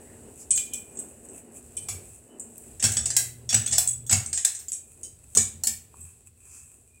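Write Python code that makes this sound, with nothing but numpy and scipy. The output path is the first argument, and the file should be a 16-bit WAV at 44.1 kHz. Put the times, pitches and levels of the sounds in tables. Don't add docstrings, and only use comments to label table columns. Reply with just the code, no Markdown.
import sys
import numpy as np
from scipy import signal
from scipy.fft import rfft, irfft
from scipy.io import wavfile

SR = 44100
rng = np.random.default_rng(int(sys.argv[2]) if len(sys.argv) > 2 else 0)


def wrap_up_sound(samples):
    columns = np.atleast_2d(samples).T
    tamed = np.clip(columns, -1, 1)
    steps = np.round(tamed * 32767).astype(np.int16)
    wavfile.write(sys.argv[1], SR, steps)


N = 308700
TIME = np.arange(N) / SR
SIZE = 32768
AGE = np.arange(SIZE) / SR
FREQ = np.maximum(np.fft.rfftfreq(SIZE, 1 / SR), 1)


def globe_clinks():
    # (time [s], level [dB], extra crack [dB], weight [dB], hardness [dB])
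    hits = [(0.5065, -8.5, 0, -5.5, -34), (0.559, -18, -12, -1, -10), (0.576, -25, 9.5, 11.5, -22),
            (0.7355, -26, 6, 0.5, -10), (0.954, -43, 0, -12, -23), (0.971, -30, -7, -4, -32),
            (0.99, -32.5, -8, -8, -12), (1.288, -40.5, 7, -11, -28), (1.768, -26, -12, -2, -16),
            (2.397, -32.5, 7, -14.5, -17), (2.58, -48.5, 13, -3, 0), (3.491, -22.5, -16, 19, -11.5),
            (3.875, -17.5, 8, -6, -18.5), (4.065, -36.5, -5, 7.5, -5), (4.683, -32, -3, 7.5, -10),
            (4.719, -25, 2.5, 3, -16.5), (5.032, -30.5, -17, 4.5, -16), (6.006, -39, 1, -23, -10)]
    # (frequency [Hz], level [dB], t60 [s])
    glass_modes = [(2428, -5, .75), (2644, -17, .35), (3080, -1, .32), (3390, -9, .22), (3472, -5, .28),
                   (4790, -11, .22), (5550, -6, .22), (5669, -6, .2), (6126, -6, .19), (6611, -3, .24),
                   (6799, -4, .23), (7197, -1, .2), (7440, 0, .22), (7648, -2, .3), (7916, -3, .32),
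                   (8148, -1, .24), (8335, -3, .22), (8590, -2, .2), (8952, 0, .22), (9453, -2, .25),
                   (10100, -2, .22), (10720, -1, .2), (11400, -3, .2), (12210, -3, .2)]
    # (level re the 8 kHz band [dB], gain with weight [dB/dB])
    low_bands = [(-37.5, 1.3), (-23.5, 1.0), (-12.5, 0.69)]
    return impacts(hits, glass_modes, low_bands, crack_db=15, ring_db=23, modes_db=1,
                   crack_t60=0.014, ripple_db=4, spread_db=6, grain_db=2.5)


def switch_clicks():
    # (time [s], level [dB], extra crack [dB], weight [dB], hardness [dB])
    hits = [(1.886, -26.5, -1.5, 0, -7), (2.797, -28, -5, -1, -21), (2.8252, -20.5, -2, 4.5, -16),
            (2.839, -14.5, -3.5, 4.5, -15), (2.918, -25, -0.5, -1.5, -11.5), (2.969, -21, 3, 1, -25),
            (3.057, -23.5, 2, -1.5, -18.5), (3.103, -23.5, -0.5, 0.5, -26), (3.1655, -14.5, 1.5, 1.5, -7.5),
            (3.527, -21, -2, 6, -22), (3.5435, -15, 2, 1.5, -17.5), (3.662, -25.5, 2, -2, -24),
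            (3.675, -31.5, 5.5, -0.5, -14), (3.711, -32, 9, -5, -40), (3.7225, -15, -16, 0, -23),
            (3.751, -26.5, -2.5, -4, -21), (3.781, -15.5, 2.5, -0.5, -6.5), (4.095, -20, -1, -0.5, -35),
            (4.111, -22.5, -4, 8.5, -6.5), (4.126, -15.5, 1.5, 4, -17.5), (4.2605, -29.5, 4, -17, -26),
            (4.3295, -21.5, -0.5, -3, -22), (4.375, -21, 1, -3.5, -22), (4.4485, -17, 3, -0.5, -14.5),
            (4.549, -30, 0, -7.5, -29), (4.5935, -41.5, -5, 4, -3.5), (5.35, -20, -1.5, -5, -14),
            (5.372, -10.5, 1, -6, -19.5), (5.636, -23.5, 0, -3.5, -6), (5.67, -20, 2.5, -2, -9)]
    # (frequency [Hz], level [dB], t60 [s])
    cup_modes = [(732, -5, .22), (1620, -5, .18), (1800, -2, .24), (1900, -4, .18), (2213, -4, .26),
                 (2460, -8, .2), (2644, -7, .2), (2750, -7, .2), (3074, -4, .25), (3390, -4, .2),
                 (3910, -4, .22), (4100, -5, .18), (4440, -3, .14), (4750, -5, .18), (5148, -5, .2),
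                 (5390, -4, .2), (5544, 0, .22), (5675, -3, .22), (6525, -3, .22), (6799, 2, .23),
                 (7203, -3, .2), (7433, -2, .2), (7650, -2, .2), (7914, -1, .24), (8143, -1, .22),
                 (8335, -3, .2), (8619, -3, .12), (9300, -3, .16), (10500, -4, .16), (12200, -2, .2)]
    # (level re the 8 kHz band [dB], gain with weight [dB/dB])
    low_bands = [(-20.5, 1.28), (-14, 0.74), (-6.5, 0.32)]
    return impacts(hits, cup_modes, low_bands, crack_db=23, ring_db=24.5, modes_db=-7,
                   crack_t60=0.042, ripple_db=4.5, spread_db=6.5, grain_db=0.56)


def impacts(hits, body_modes, low_bands, crack_db, ring_db, modes_db, crack_t60,
            ripple_db, spread_db, grain_db, detune=0.0013, split=0.00462):
    out = np.zeros(N)
    modes = np.array([from_db(db) * np.exp(2j * np.pi * hz * AGE) * decay(t60)
                      for hz, db, t60 in body_modes])
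    for s, db, snap_db, weight, hardness in hits:
        strengths = from_db(rng.normal(0, spread_db, len(modes)))
        phases = np.exp(2j * np.pi * rng.random(len(modes)))
        ringing = (strengths * phases) @ modes
        twins = unit(detuned(ringing.real, detune) + detuned(ringing.imag, split))
        tail = unit(room_tail(grain_db) + from_db(modes_db) * twins)
        blow = from_db(db) * (from_db(crack_db + snap_db) * crack(crack_t60) + from_db(ring_db) * tail)
        band_db = np.array([0, *(usual + slope * weight for usual, slope in low_bands), hardness])
        add(out, s, irfft(rfft(blow) * contact_filter(band_db, ripple_db)))
    return out


def crack(t60, rise_s=0.0004, snap=1.44, snap_t60=0.002):
    envelope = (decay(t60) + snap * decay(snap_t60)) * rise(rise_s)
    return unit(chatter(grain_db=-1) * envelope)


def contact_filter(band_db, ripple_db):
    # (lower edge [Hz], upper edge [Hz])
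    bands = [(6800, 9500), (600, 2200), (2200, 5000), (5000, 6800), (10000, 15800)]
    # (frequency [Hz], spectral density [dB])
    contact_spectrum = [(150, -40.5), (450, -22), (720, -11.5), (950, -23), (1700, -15.5), (3200, -16),
                        (4700, -16), (5700, -12), (7000, -3.5), (8100, 3.5), (8800, -4.5), (10500, -12),
                        (13000, -18), (16000, -18)]
    centres = np.sqrt(np.prod(bands, axis=1))
    ripple_hz = np.linspace(0, SR / 2, 110)
    ripple = np.interp(FREQ, ripple_hz, rng.standard_normal(len(ripple_hz)))
    shape_db = at_hz(contact_spectrum, FREQ) + ripple_db * ripple
    for _ in range(2):
        power = 10 ** (shape_db / 10) / len(FREQ)
        band_power = np.array([power[(FREQ > low) & (FREQ < high)].sum() for low, high in bands])
        shortfall_db = band_db - 10 * np.log10(band_power)
        shape_db = shape_db + at_hz(sorted(zip(centres, shortfall_db)), FREQ)
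    return minimum_phase(shape_db)


def fixture_pings(split_hz=21, rise_s=0.002, wet=0.54):
    # (time [s], level [dB], favoured frequency [Hz], reach around it [Hz])
    blows = [(0.5074, -51, 3340, 700), (0.575, -40, 3130, 560), (0.7361, -49, 2970, 650),
             (1.77, -53.5, 3000, 700), (1.886, -41.5, 2200, 110), (2.969, -37, 3470, 90),
             (3.1675, -29, 3920, 150), (3.491, -29, 3390, 90), (3.675, -37, 3400, 90),
             (3.875, -41, 3310, 90), (4.717, -55, 2750, 180), (5.034, -56.5, 2950, 200),
             (5.372, -35, 2250, 80), (5.636, -38, 4400, 200), (5.67, -41, 2260, 80)]
    # (frequency [Hz], level [dB], t60 [s])
    partials = [(2280, -4, .19), (2330, -4, 0.2), (2420, 4, 0.42), (2675, -6.5, .14), (3050, 2.5, 0.18),
                (3391, 5, 0.1), (3510, -3.5, 0.21), (3914, -3, 0.13), (4340, -2.5, 0.28)]
    out = np.zeros(N)
    for s, db, favoured_hz, reach_hz in blows:
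        tone = 0
        for hz, partial_db, t60 in partials:
            twin = np.sin(2 * np.pi * ((hz + split_hz) * AGE + rng.random()))
            pair = np.sin(2 * np.pi * hz * AGE) + twin
            tone += from_db(db + partial_db) * gaussian(hz, favoured_hz, reach_hz) * pair * decay(t60)
        add(out, s, in_room(tone * rise(rise_s), wet))
    return out


def housing_jolts(cycles_to_peak=4.28, shake=0.39, rattle_db=-20, shell_rise_s=0.027):
    # (time [s], level [dB], shudder frequency [Hz], shell gain [dB])
    jolts = [(1.893, -44, 94.3, -1), (2.829, -29, 102.3, 4), (2.961, -40.5, 75.7, 9),
             (3.528, -29.5, 107, 5), (3.682, -41.5, 77, 6), (4.101, -29, 98, 4.5), (4.252, -45, 77.7, 4.5),
             (5.352, -36, 94.3, 12), (5.525, -46, 85.5, 3.5), (5.656, -52.5, 84.4, 17.5),
             (5.971, -48, 84, -1)]
    # (frequency [Hz], relative level [dB], t60 [s])
    shell_modes = [(142, -13.5, 0.17), (221.9, -6.5, 0.26), (233, -20, 0.35), (441, -33, 0.04),
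                   (786, -23.5, 0.34)]
    out = np.zeros(N)
    for s, db, shudder_hz, shell_db in jolts:
        peak_s = cycles_to_peak / shudder_hz
        swell = (AGE / peak_s) ** 2 * np.exp(2 * (1 - AGE / peak_s))
        shudder = np.sqrt(2) * np.sin(2 * np.pi * shudder_hz * AGE)
        wobble = in_band(rng.standard_normal(SIZE), 63, 165)
        rattle = in_band(chatter(grain_db=10) * np.maximum(shudder, 0), 550, 5000)
        shell = sum(from_db(level + shell_db) * np.sin(2 * np.pi * (hz * AGE + rng.random())) * decay(t60)
                    for hz, level, t60 in shell_modes)
        swinging = shudder + shake * wobble + from_db(rattle_db) * rattle * decay(t60=0.53)
        add(out, s, from_db(db) * (swell * swinging + 2 * shell * rise(shell_rise_s)))
    return out


def hand_knocks(wet=0.39):
    # (time [s], level [dB], frequency [Hz], bandwidth [Hz])
    knocks = [(1.888, -36, 1160, 348), (5.37, -26.5, 446, 111), (5.369, -27.5, 1150, 300),
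              (5.637, -41.5, 840, 150), (5.673, -45.5, 1110, 400), (5.942, -41.5, 1020, 397)]
    out = np.zeros(N)
    for s, db, hz, width_hz in knocks:
        time_constants = np.pi * width_hz * AGE
        envelope = time_constants * np.exp(1 - time_constants)
        pulse = from_db(db) * envelope * np.sin(2 * np.pi * hz * AGE)
        add(out, s, in_room(pulse, wet))
    return out


def glass_squeaks():
    # (time [s], level [dB], half-width [s], frequency [Hz], bandwidth [Hz])
    rubs = [(0.102, -64.5, 0.058, 1880, 400), (0.735, -45.5, .007, 3080, 200), (2.33, -63, 0.022, 2973, 70),
            (2.643, -71, 0.023, 1900, 600), (6.957, -67.5, 0.043, 2446, 61)]
    out = np.zeros(N)
    for s, db, width_s, hz, width_hz in rubs:
        resonance = in_band(rng.standard_normal(N), hz - width_hz / 2, hz + width_hz / 2)
        out += from_db(db) * gaussian(TIME, s, width_s) * resonance
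    return out


def chain_rustle(ticks_per_s=260, spread_db=5, hiss=0.84, beads_db=3, singing_db=-16, rubbing_db=4):
    # (time [s], relative level [dB])
    stirring = [(0, -57.5), (1.1, -56.5), (1.5, -63), (2.05, -55), (2.35, -65), (2.55, -56), (3.4, -63),
                (4.9, -58.5), (5.2, -65), (5.7, -72), (6.35, -69), (6.7, -62), (7, -68.5)]
    # (time [s], relative hiss [dB], half-width [s], relative singing [dB])
    slides = [(.15, -73, 0.023, -77), (0.417, -50.5, .022, -85), (1.25, -54.5, .012, -78),
              (1.377, -53.5, 0.029, -69), (1.571, -51.5, 0.022, -72), (2.138, -58, 0.048, -76),
              (2.688, -58.5, 0.044, -92), (4.913, -68.5, 0.011, -78), (5.24, -58, 0.0035, -70),
              (5.331, -58.5, 0.036, -80), (6.055, -57, 0.1, -71.5), (6.272, -57.5, 0.011, -73.5),
              (6.572, -54, 0.096, -66)]
    # (time [s], level [dB], half-width [s])
    drags = [(0.418, -48.5, 0.021), (6.561, -52, 0.056)]
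    # (frequency [Hz], spectral density [dB])
    bead_spectrum = [(2060, -52), (3500, -34.5), (4360, -41), (5240, -31), (6330, -16.5), (7650, -1),
                     (7950, 4), (8200, 0.5), (9420, -6), (11300, -15.5), (14300, -21.5), (15800, -23)]
    rim_spectrum = [(2000, -11.5), (2550, -5.5), (3600, -22), (4800, -3), (5400, -0.5), (7500, 14.5),
                    (9000, -12), (15000, -29)]
    globe_spectrum = [(500, -26), (1000, -1), (1700, -8), (2150, -11), (2440, 4.5), (2650, 8.5),
                      (2900, -15.5), (3100, -6.5), (3600, -23.5), (5000, -34)]
    restless = from_db(in_time(stirring)[0])
    sliding = swells([(s, db, width_s) for s, db, width_s, _ in slides])
    rubbing = swells([(s, db + rubbing_db, width_s) for s, _, width_s, db in slides])
    collisions = (rng.random(N) < ticks_per_s / SR) * rng.choice([-1, 1], N)
    strengths = from_db(spread_db * np.minimum(rng.exponential(1, N), 4))
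    ticks = in_room(collisions * strengths, wet=1.4)
    rustle = coloured(ticks, bead_spectrum) + hiss * noise(bead_spectrum)
    beads = from_db(beads_db) * np.hypot(restless, sliding) * rustle
    singing = np.hypot(from_db(singing_db) * restless, rubbing) * coloured(ticks, globe_spectrum)
    return beads + swells(drags) * noise(rim_spectrum) + singing


def motor_hum(hum_hz=120, octave_db=-19, rumble_db=-4.5):
    # (time [s], level [dB])
    course = [(2.82, -90), (2.88, -45.5), (3.4, -50), (4.1, -45.5), (4.2, -39), (4.4, -100)]
    level_db, = in_time(course)
    phase = 2 * np.pi * hum_hz * TIME
    buzz = np.sqrt(2) * (np.sin(phase) + from_db(octave_db) * np.sin(2 * phase))
    rumble = from_db(rumble_db) * in_band(rng.standard_normal(N), 60, 133)
    return from_db(level_db) * (buzz + rumble)


def background(rumble_gain_db=4.5, waver_db=3, wavers_per_s=14):
    # (time [s], noise level [dB], relative rumble level [dB])
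    course = [(0, -52.5, -57.5), (1.45, -54, -64), (1.95, -53, -53), (2.35, -55.5, -67.5),
              (2.75, -53.5, -56.5), (4.7, -64.5, -66), (5.6, -62.5, -57), (6.3, -69.5, -65),
              (7, -67.5, -67)]
    # (frequency [Hz], spectral density [dB])
    soft_spectrum = [(100, -36), (170, -3), (195, -9.5), (230, 4.5), (286, -5), (403, 0.5), (516, -7),
                     (660, -9), (1190, -23.5), (1820, -24), (2300, -29), (2980, -24), (3240, -49),
                     (4500, -45), (5850, -55), (9900, -120)]
    rumble_spectrum = [(20, -41), (35, -20), (55, -4), (85, 0.5), (130, -6.5), (190, -18), (400, -37)]
    soft_db, rumble_db = in_time(course)
    waver = np.interp(TIME * wavers_per_s, np.arange(400), rng.standard_normal(400))
    soft_noise = from_db(soft_db + waver_db * waver) * noise(soft_spectrum)
    return soft_noise + from_db(rumble_db + rumble_gain_db) * noise(rumble_spectrum)


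def room_tail(grain_db=0.5, build_s=0.0046):
    # (frequency [Hz], t60 [s])
    decay_times = [(300, 0.29), (1500, 0.43), (5000, 0.28), (8000, 0.32), (13000, 0.35)]
    centres, t60s = np.transpose(decay_times)
    white, tail = rfft(chatter(grain_db)), 0
    for t60, one_band in zip(t60s, np.eye(len(centres))):
        tail += irfft(white * np.interp(FREQ, centres, one_band)) * decay(t60)
    return unit(tail * rise(build_s))


def in_room(x, wet):
    return x + wet * signal.fftconvolve(x, room_tail())[:len(x)]


def chatter(grain_db, clump=32):
    white = rng.standard_normal(SIZE)
    return white * from_db(grain_db * np.repeat(rng.standard_normal(SIZE // clump), clump))


def minimum_phase(db):
    cepstrum = irfft(np.log(from_db(db)))
    cepstrum[1:SIZE // 2] *= 2
    cepstrum[SIZE // 2 + 1:] = 0
    return np.exp(rfft(cepstrum))


def detuned(x, spread):
    return np.interp(AGE * (1 + spread * rng.standard_normal()), AGE, x)


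def noise(spectrum):
    return coloured(rng.standard_normal(N), spectrum)


def coloured(x, spectrum):
    gain = from_db(at_hz(spectrum, np.fft.rfftfreq(N, 1 / SR)))
    return unit(irfft(rfft(x) * gain, N)) * np.sqrt(N)


def in_band(x, low_hz, high_hz):
    band_pass = signal.butter(2, [low_hz, high_hz], "band", fs=SR, output="sos")
    return unit(signal.sosfilt(band_pass, x)) * np.sqrt(len(x))


def swells(rows):
    return sum(from_db(db) * gaussian(TIME, s, width_s) for s, db, width_s in rows)


def gaussian(x, centre, width):
    return np.exp(-0.5 * ((x - centre) / width) ** 2)


def decay(t60):
    return np.exp(-np.log(1000) * AGE / t60)


def rise(seconds):
    return 1 - np.exp(-AGE / seconds)


def at_hz(points, hz):
    f, value = np.transpose(points)
    return np.interp(np.log(np.maximum(hz, 1)), np.log(f), value)


def in_time(rows):
    s, *columns = np.transpose(rows)
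    return [np.interp(TIME, s, column) for column in columns]


def from_db(db):
    return 10 ** (np.asarray(db) / 20)


def unit(x):
    return x / np.sqrt(np.sum(x ** 2) + 1e-20)


def add(out, s, sound):
    start = max(int(s * SR), 0)
    out[start:start + len(sound)] += sound[:N - start]


def scene():
    blows = globe_clinks() + switch_clicks() + fixture_pings() + housing_jolts() + hand_knocks()
    return (blows + glass_squeaks() + chain_rustle() + motor_hum() + background())[None]


def record(dry):
    cutoff_hz = 15850
    rounded = 1.568 * np.tanh(dry / 1.616)
    return signal.sosfilt(signal.ellip(10, 0.3, 70, cutoff_hz, fs=SR, output="sos"), rounded)


dry = scene()
out = record(dry)
wrap_up_sound(out)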